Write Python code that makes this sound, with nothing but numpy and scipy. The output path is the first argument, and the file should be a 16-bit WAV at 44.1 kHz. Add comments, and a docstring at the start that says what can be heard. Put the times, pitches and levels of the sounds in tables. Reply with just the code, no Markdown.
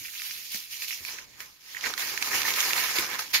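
"""Peeling film off metal

Thin plastic film is peeled off a metal sheet indoors, close to a pair of microphones.
The glue lets go in thousands of tiny slips a second: filtered clicks that follow uneven tugs.
Creases tick and snap as short damped tones, and the freed film rustles lower, as sparser clicks.
The sheet gives a few soft thuds, a last corner rips free, and quiet room noise lies below."""
import sys
import numpy as np
from scipy import signal
from scipy.fft import rfft, irfft, next_fast_len
from scipy.io import wavfile
from scipy.ndimage import uniform_filter1d, map_coordinates

SR = 44100
rng = np.random.default_rng(int(sys.argv[2]) if len(sys.argv) > 2 else 0)


def natural_amplitude(level_db):
    """Convert a level in decibels to a linear amplitude factor, elementwise."""
    exponent = np.asarray(level_db, float) / 20
    return 10 ** exponent


def pcm_store(signal):
    """Save signal as 16-bit PCM."""
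    levels = np.round(np.clip(np.atleast_2d(signal), -1, 1) * 32767)
    wavfile.write(sys.argv[1], SR, levels.astype(np.int16).T)


N = 149940  # length in samples

# The pull, in uneven tugs that set the strength of the slips: time_s, level_db
TUGS = [(0.0, -43), (0.12, -43), (0.271, -38), (0.487, -44.5), (0.509, -40), (0.555, -31.5), (0.585, -40.5),
        (0.659, -45.5), (0.692, -49), (0.728, -38), (0.786, -43), (0.83, -35), (0.872, -44), (0.884, -36.5),
        (0.924, -37), (1.02, -46.5), (1.052, -42), (1.105, -40), (1.2, -45.5), (1.277, -56.5), (1.383, -55),
        (1.407, -40.5), (1.477, -54), (1.588, -59.5), (1.708, -46.5), (1.782, -43.5), (1.802, -44.5),
        (1.835, -37.5), (1.87, -30), (1.888, -36), (1.958, -46.5), (1.991, -32.5), (2.111, -36.5),
        (2.205, -39.5), (2.227, -33.5), (2.303, -35.5), (2.359, -29.5), (2.409, -30.5), (2.444, -35),
        (2.486, -28.5), (2.522, -33.5), (2.608, -29), (2.746, -32), (2.778, -28.5), (2.937, -34.5),
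        (2.989, -28), (3.093, -38.5), (3.133, -34.5), (3.183, -40), (3.193, -29.5), (3.247, -42.5),
        (3.299, -47), (3.312, -40), (3.324, -45), (3.344, -25), (3.398, -38)]
# State of the film, both levels relative to the slips: time_s, rustle_db, fizz_db
FILM_STATE = [(0, -25, 1.5), (.3, -20, 0.5), (.8, -23.5, 0.5), (1.07, -11, 0), (1.2, -7.5, -6.5),
              (1.45, -4.5, -1), (1.7, -12, -2.5), (1.87, -1.5, -6), (1.97, -5, -1), (2.45, -3, -0.5),
              (2.85, -4.5, -0.5), (3.15, -1.5, -4.5), (3.4, -12, 0)]
# Single snaps of creases: start_s, level_db, pitch_hz
CREASE_SNAPS = [(0.219, -18.5, 2240), (0.31, -18.5, 2300), (0.516, -31, 2600), (0.545, -20, 2180),
                (0.883, -19, 4000), (1.05, -19.5, 2450), (1.404, -23, 2380), (1.81, -24, 2780),
                (1.938, -16.5, 1420), (1.978, -16.5, 1940), (1.989, -32, 4280), (2.176, -13.5, 1850),
                (2.225, -9.5, 2400), (2.418, -12.5, 3770), (2.432, -15, 2280), (2.505, -15, 2070),
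                (2.538, -10, 4000), (2.604, -8, 5700), (2.733, -10.5, 2780), (2.985, -10, 2230),
                (3.192, -15, 1150), (3.312, -39, 1950)]
# Short bursts of ticks where a crease gives way: start_s, level_db (of the strongest ticks)
TICK_BURSTS = [(.048, -30.5), (0.082, -36), (.135, -40.5), (0.152, -34.5), (.196, -32.5), (.261, -33.5),
               (.531, -38), (.73, -36.5), (.796, -37), (0.821, -33.5), (.841, -34), (.908, -29),
               (.926, -31.5), (1.082, -34), (1.185, -34), (1.747, -39.5), (1.766, -33.5), (1.839, -24),
               (1.859, -22.5), (2.332, -24), (2.451, -24.5), (2.481, -24.5), (2.585, -22.5), (2.702, -21.5)]
# Soft thuds of the sheet: start_s, level_db, pitch_hz
SHEET_THUDS = [(.009, -49, 110), (0.546, -43.5, 214), (1.005, -48, 79.5), (1.861, -49, 363),
               (2.987, -30.5, 338)]
# Tone colour of the glue slips, through the microphone: pitch_hz, level_db
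SLIP_COLOUR = [(600, -38.5), (1150, -26), (1700, -16.5), (2350, -6), (3400, -6), (5300, -3), (6900, -6),
               (7900, -18), (10000, -31)]
# Tone colour of the finest fizz of the glue: pitch_hz, level_db
FIZZ_COLOUR = [(6500, -54), (8000, -7.5), (10500, 0.5), (12400, 6.5), (15700, 0)]
# Tone colour of the rustling loose film: pitch_hz, level_db
RUSTLE_COLOUR = [(40, -31), (80, -16.5), (160, -17), (320, -6), (650, -9), (1000, 0), (1500, 0),
                 (2300, 2.5), (3300, -14.5), (5000, -58.5)]
# Tone colour of the last corner ripping free: pitch_hz, level_db
RIP_COLOUR = [(700, -52), (2000, 8.5), (3000, -1), (4500, 6.5), (7500, -21.5)]
# Small creases send out little bass: pitch_hz, gain_db
CREASE_COLOUR = [(500, -24), (1500, 0)]
# Tone colour of the sheet's dull after-sound: pitch_hz, level_db
SHEET_COLOUR = [(120, -11.5), (300, 1), (900, -17)]
# Tone colour of the room rumble: pitch_hz, level_db
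RUMBLE_COLOUR = [(25, 32.5), (75, 38), (280, 31.5), (800, 24.5), (1500, 5.5)]
# How alike left and right sound, 1 being the same: pitch_hz, likeness
LIKENESS = [(60, 1), (300, 0.94), (900, 0.68), (1500, 0.22), (2500, 0.0088), (6000, 0.031)]
# How much louder left is than right: pitch_hz, difference_db
LEFT_OVER_RIGHT = [(350, 3), (700, 0.5), (2300, -6.5), (4000, -1.5), (6000, -1), (9000, -7.5),
                   (15000, -5.5)]
# How long the room takes to fade by 60 dB: pitch_hz, fade_s
ROOM_FADE = [(200, 0.56), (2000, 0.096), (12000, 0.025)]

SLIPS_PER_S, RUSTLES_PER_S, TICKS_PER_S = 12000, 2000, 500
RIP_START_S, RIP_RISE_S, RIP_FADE_S, RIP_DB = 3.332, 0.0081, 0.16, -11.5
BURST_S, TICK_DB = 0.013, -8  # longest delay in a burst; base level of scattered ticks over the slips
RUMBLE_DB, TOP_HZ = -68, 15750


def unit(x):
    """Scales a sound to an average strength (rms) of 1."""
    return x / np.sqrt(np.mean(x ** 2) + 1e-20)


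def along(points, hz):
    """Reads a curve at any pitch, joining its points on a log pitch axis."""
    f, v = np.transpose(points)
    return np.interp(np.log(hz + 1), np.log(f + 1), v)


def wobble(rate):
    """A smooth random curve with this many random points a second."""
    knots = rng.standard_normal(int(N * rate / SR) + 4)
    return map_coordinates(knots, [np.arange(N) * rate / SR])


def fading(fade_s, size, start_db=0):
    """A level that falls by 60 dB in fade_s."""
    return natural_amplitude(start_db - 60 * np.arange(size) / SR / fade_s)


def coloured(x, points):
    """Filters a sound to a tone colour; the filter answers only after each click, never before."""
    m = next_fast_len(N + 8192)
    gain = natural_amplitude(along(points, np.fft.rfftfreq(m, 1 / SR)))
    # Folding the cepstrum forward in time gives a minimum-phase filter
    c = irfft(np.log(gain + 1e-6), m)
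    c = np.concatenate([c[:1], 2 * c[1:m // 2], np.zeros(m - m // 2)])
    return irfft(rfft(x, m) * np.exp(rfft(c)), m)[..., :N]


def impulses(rate, spread_db):
    """Two trains of random clicks of either sign; a few clicks are larger than the rest."""
    count = int(rate * N / SR)
    excess = np.minimum(rng.exponential(size=(2, count)), 5)
    size = natural_amplitude(spread_db * excess) * rng.choice([-1, 1], (2, count))
    return np.array([np.bincount(rng.integers(0, N, count), row, N) for row in size])


def kicks_at(s, db):
    """One click at each given time."""
    return np.bincount(np.round(s * SR).astype(int), natural_amplitude(db), N)[:N]


def rings(s, gain, hz, turns, size):
    """One short damped tone per event, dying in a few cycles."""
    cycles = np.arange(size) / SR * hz[:, None]
    shape = np.sin(2 * np.pi * cycles) * np.exp(-cycles / turns) * (1 - np.exp(-cycles / 0.23))
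    shape = shape / np.abs(shape).max(axis=1, keepdims=True)
    at = np.round(s * SR).astype(int)[:, None] + np.arange(size)
    return np.bincount(at.ravel(), (gain[:, None] * shape).ravel(), N + size)[:N]


def patchy(x, depth_db):
    """The colour shifts with the film's shape: random gain in patches of time and frequency."""
    z = signal.stft(x, nperseg=256)[2]
    field = rng.standard_normal(z.shape[1:])
    field = uniform_filter1d(field, size=6, axis=0)
    field = uniform_filter1d(field, size=12, axis=1)
    return unit(signal.istft(z * natural_amplitude(depth_db * unit(field)), nperseg=256)[1][:, :N])


def controls():
    """Levels in dB at every sample: slips, rustle and fizz, all driven by the pull."""
    t = np.arange(N) / SR
    pull_db = np.interp(t, *np.transpose(TUGS))
    s, rustle_db, fizz_db = np.transpose(FILM_STATE)
    return pull_db, pull_db + np.interp(t, s, rustle_db), pull_db + np.interp(t, s, fizz_db)


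def rumble():
    """Quiet room noise that slowly wavers, partly shared by both microphones."""
    a, b = unit(coloured(rng.standard_normal((2, N)), RUMBLE_COLOUR))
    return natural_amplitude(RUMBLE_DB + 2.7 * wobble(5.96)) * np.array([a + 0.98 * b, a - 0.88 * b])


def room(x):
    """Echoes blur into a noise-like tail in which each frequency dies at its own speed."""
    hz, t, z = signal.stft(rng.standard_normal((2, SR // 3)), SR, nperseg=256)
    fade = natural_amplitude(-60 * t / along(ROOM_FADE, hz)[:, None])
    tail = signal.istft(z * fade, SR, nperseg=256)[1]
    return signal.fftconvolve(x[None], tail / np.linalg.norm(tail[0]), axes=1)[:, :N]


def reflected(x, near_s):
    """Near reflections smear the sound and change as the peel line creeps along."""
    knots = np.linspace(0, N, 30)
    smears = rng.standard_normal((len(knots), 256)) * fading(near_s, 256)
    total = np.zeros(N)
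    for knot, smear in zip(knots, smears):
        # Neighbouring smears crossfade at equal power
        fade = np.sqrt(np.clip(1 - np.abs(np.arange(N) - knot) / knots[1], 0, 1))
        total += signal.oaconvolve(fade * x, smear / np.linalg.norm(smear))[:N]
    return total


def microphones(shared, other):
    """Two microphones share the bass but hear different treble, mostly louder on the right."""
    m = next_fast_len(N + 8192)
    hz = np.fft.rfftfreq(m, 1 / SR)
    turn = np.arccos(np.clip(along(LIKENESS, hz), 0, 1)) / 2
    mid = rfft(shared, m) * np.cos(turn)
    side = rfft(other, m) * np.sin(turn)
    lean = natural_amplitude(along(LEFT_OVER_RIGHT, hz) / 2)
    return irfft(np.array([(mid + side) * lean, (mid - side) / lean]), m)[:, :N]


def thuds():
    """The sheet flexes and settles: a damped tone with a dull, noisy after-sound."""
    s, db, hz = np.transpose(SHEET_THUDS)
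    tail = signal.fftconvolve(kicks_at(s, db), fading(0.19, 8000, start_db=-4))[:N]
    after_sound = tail * unit(coloured(rng.standard_normal(N), SHEET_COLOUR))
    return rings(s, natural_amplitude(db) / 2, hz, turns=2.3, size=8000) + after_sound


def ticks():
    """Small creases tick, scattered with the pull and in short bursts; slacker film ticks lower."""
    pull_db, loose_db, _ = controls()
    when, luck = rng.random((2, int(TICKS_PER_S * N / SR)))
    at = (when * N).astype(int)
    # The logarithm makes a few ticks stand out
    db = (pull_db + TICK_DB + 1.5 * wobble(24.77))[at] - 0.97 * np.log(luck + 0.09)

    start, burst_db = np.transpose(TICK_BURSTS)[..., None]
    late, less = rng.random((2, len(TICK_BURSTS), 12))  # 12 ticks a burst, crowded near its start
    s = np.append(at / SR, start + BURST_S * late ** 2)
    db = np.append(db, burst_db - 8 * less)

    slack_db = (loose_db - pull_db)[(s * SR).astype(int)]
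    hz = 1950 * np.exp(0.11 * rng.standard_normal(len(s)) - 0.01 * slack_db)
    return rings(s, natural_amplitude(db) * rng.choice([-1, 1], len(s)), hz, turns=3.5, size=256)


def snaps():
    """A crease pops: a few cycles at its pitch and a sharp crack with a short fizz."""
    s, db, hz = np.transpose(CREASE_SNAPS)
    ring = rings(s, natural_amplitude(db - 4), hz, turns=1.4, size=400)
    kicks = kicks_at(s, db)
    crack = natural_amplitude(-11.5) * coloured(kicks, SLIP_COLOUR)
    tail = signal.fftconvolve(kicks, fading(0.016, 2000, start_db=-9))[:N]
    noise = rng.standard_normal(N)
    hiss = unit(coloured(noise, SLIP_COLOUR)) + natural_amplitude(-18) * unit(coloured(noise, FIZZ_COLOUR))
    return ring + crack + tail * hiss


def rip():
    """The last corner rips free: a dense burst of coarse slips that swells and dies."""
    since = np.clip(np.arange(N) / SR - RIP_START_S, 0, None)
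    swell = (1 - np.exp(-since / RIP_RISE_S)) ** 2 * natural_amplitude(RIP_DB - 60 * since / RIP_FADE_S)
    return swell * unit(coloured(impulses(RUSTLES_PER_S * 2, spread_db=3), RIP_COLOUR))


def peel():
    """Glue slips and fizzes, loose film rustles; two draws, from different stretches of peel line."""
    pull_db, loose_db, fizz_db = controls()
    judder = wobble(60)
    release = impulses(SLIPS_PER_S, spread_db=3)  # the same clicks drive slips and fizz
    slips = patchy(coloured(release, SLIP_COLOUR), depth_db=2) * natural_amplitude(pull_db + 0.5)
    fizz = patchy(coloured(release, FIZZ_COLOUR), depth_db=0.2) * natural_amplitude(fizz_db - 1.5)
    brushing = impulses(RUSTLES_PER_S, spread_db=0.5)
    rustle = patchy(coloured(brushing, RUSTLE_COLOUR), depth_db=2)
    return (slips + fizz) * natural_amplitude(0.82 * judder) + rustle * natural_amplitude(loose_db + 1.2 * judder)


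def scene():
    """Film and creases, heard directly and through the room, with the thuds and rumble added."""
    pops = coloured(ticks() + snaps(), CREASE_COLOUR)
    shared, other = peel() + rip()
    wet = natural_amplitude(-13.5) * room(shared + pops)
    other_pops = reflected(pops, near_s=0.0035)
    film = microphones(shared + pops + wet[0], other + other_pops + wet[1])
    return film + thuds() + rumble()


def roll_off(x):
    """The treble ends steeply here."""
    return signal.sosfilt(signal.butter(12, 15760, fs=SR, output="sos"), x)


def record(dry):
    """Removes everything from TOP_HZ upward and passes the finished mix on."""
    spectrum = rfft(dry, axis=1) * (np.fft.rfftfreq(N, 1 / SR) < TOP_HZ)
    mix = irfft(spectrum, N, axis=1)
    return roll_off(mix)


dry = scene()
out = record(dry)
pcm_store(out)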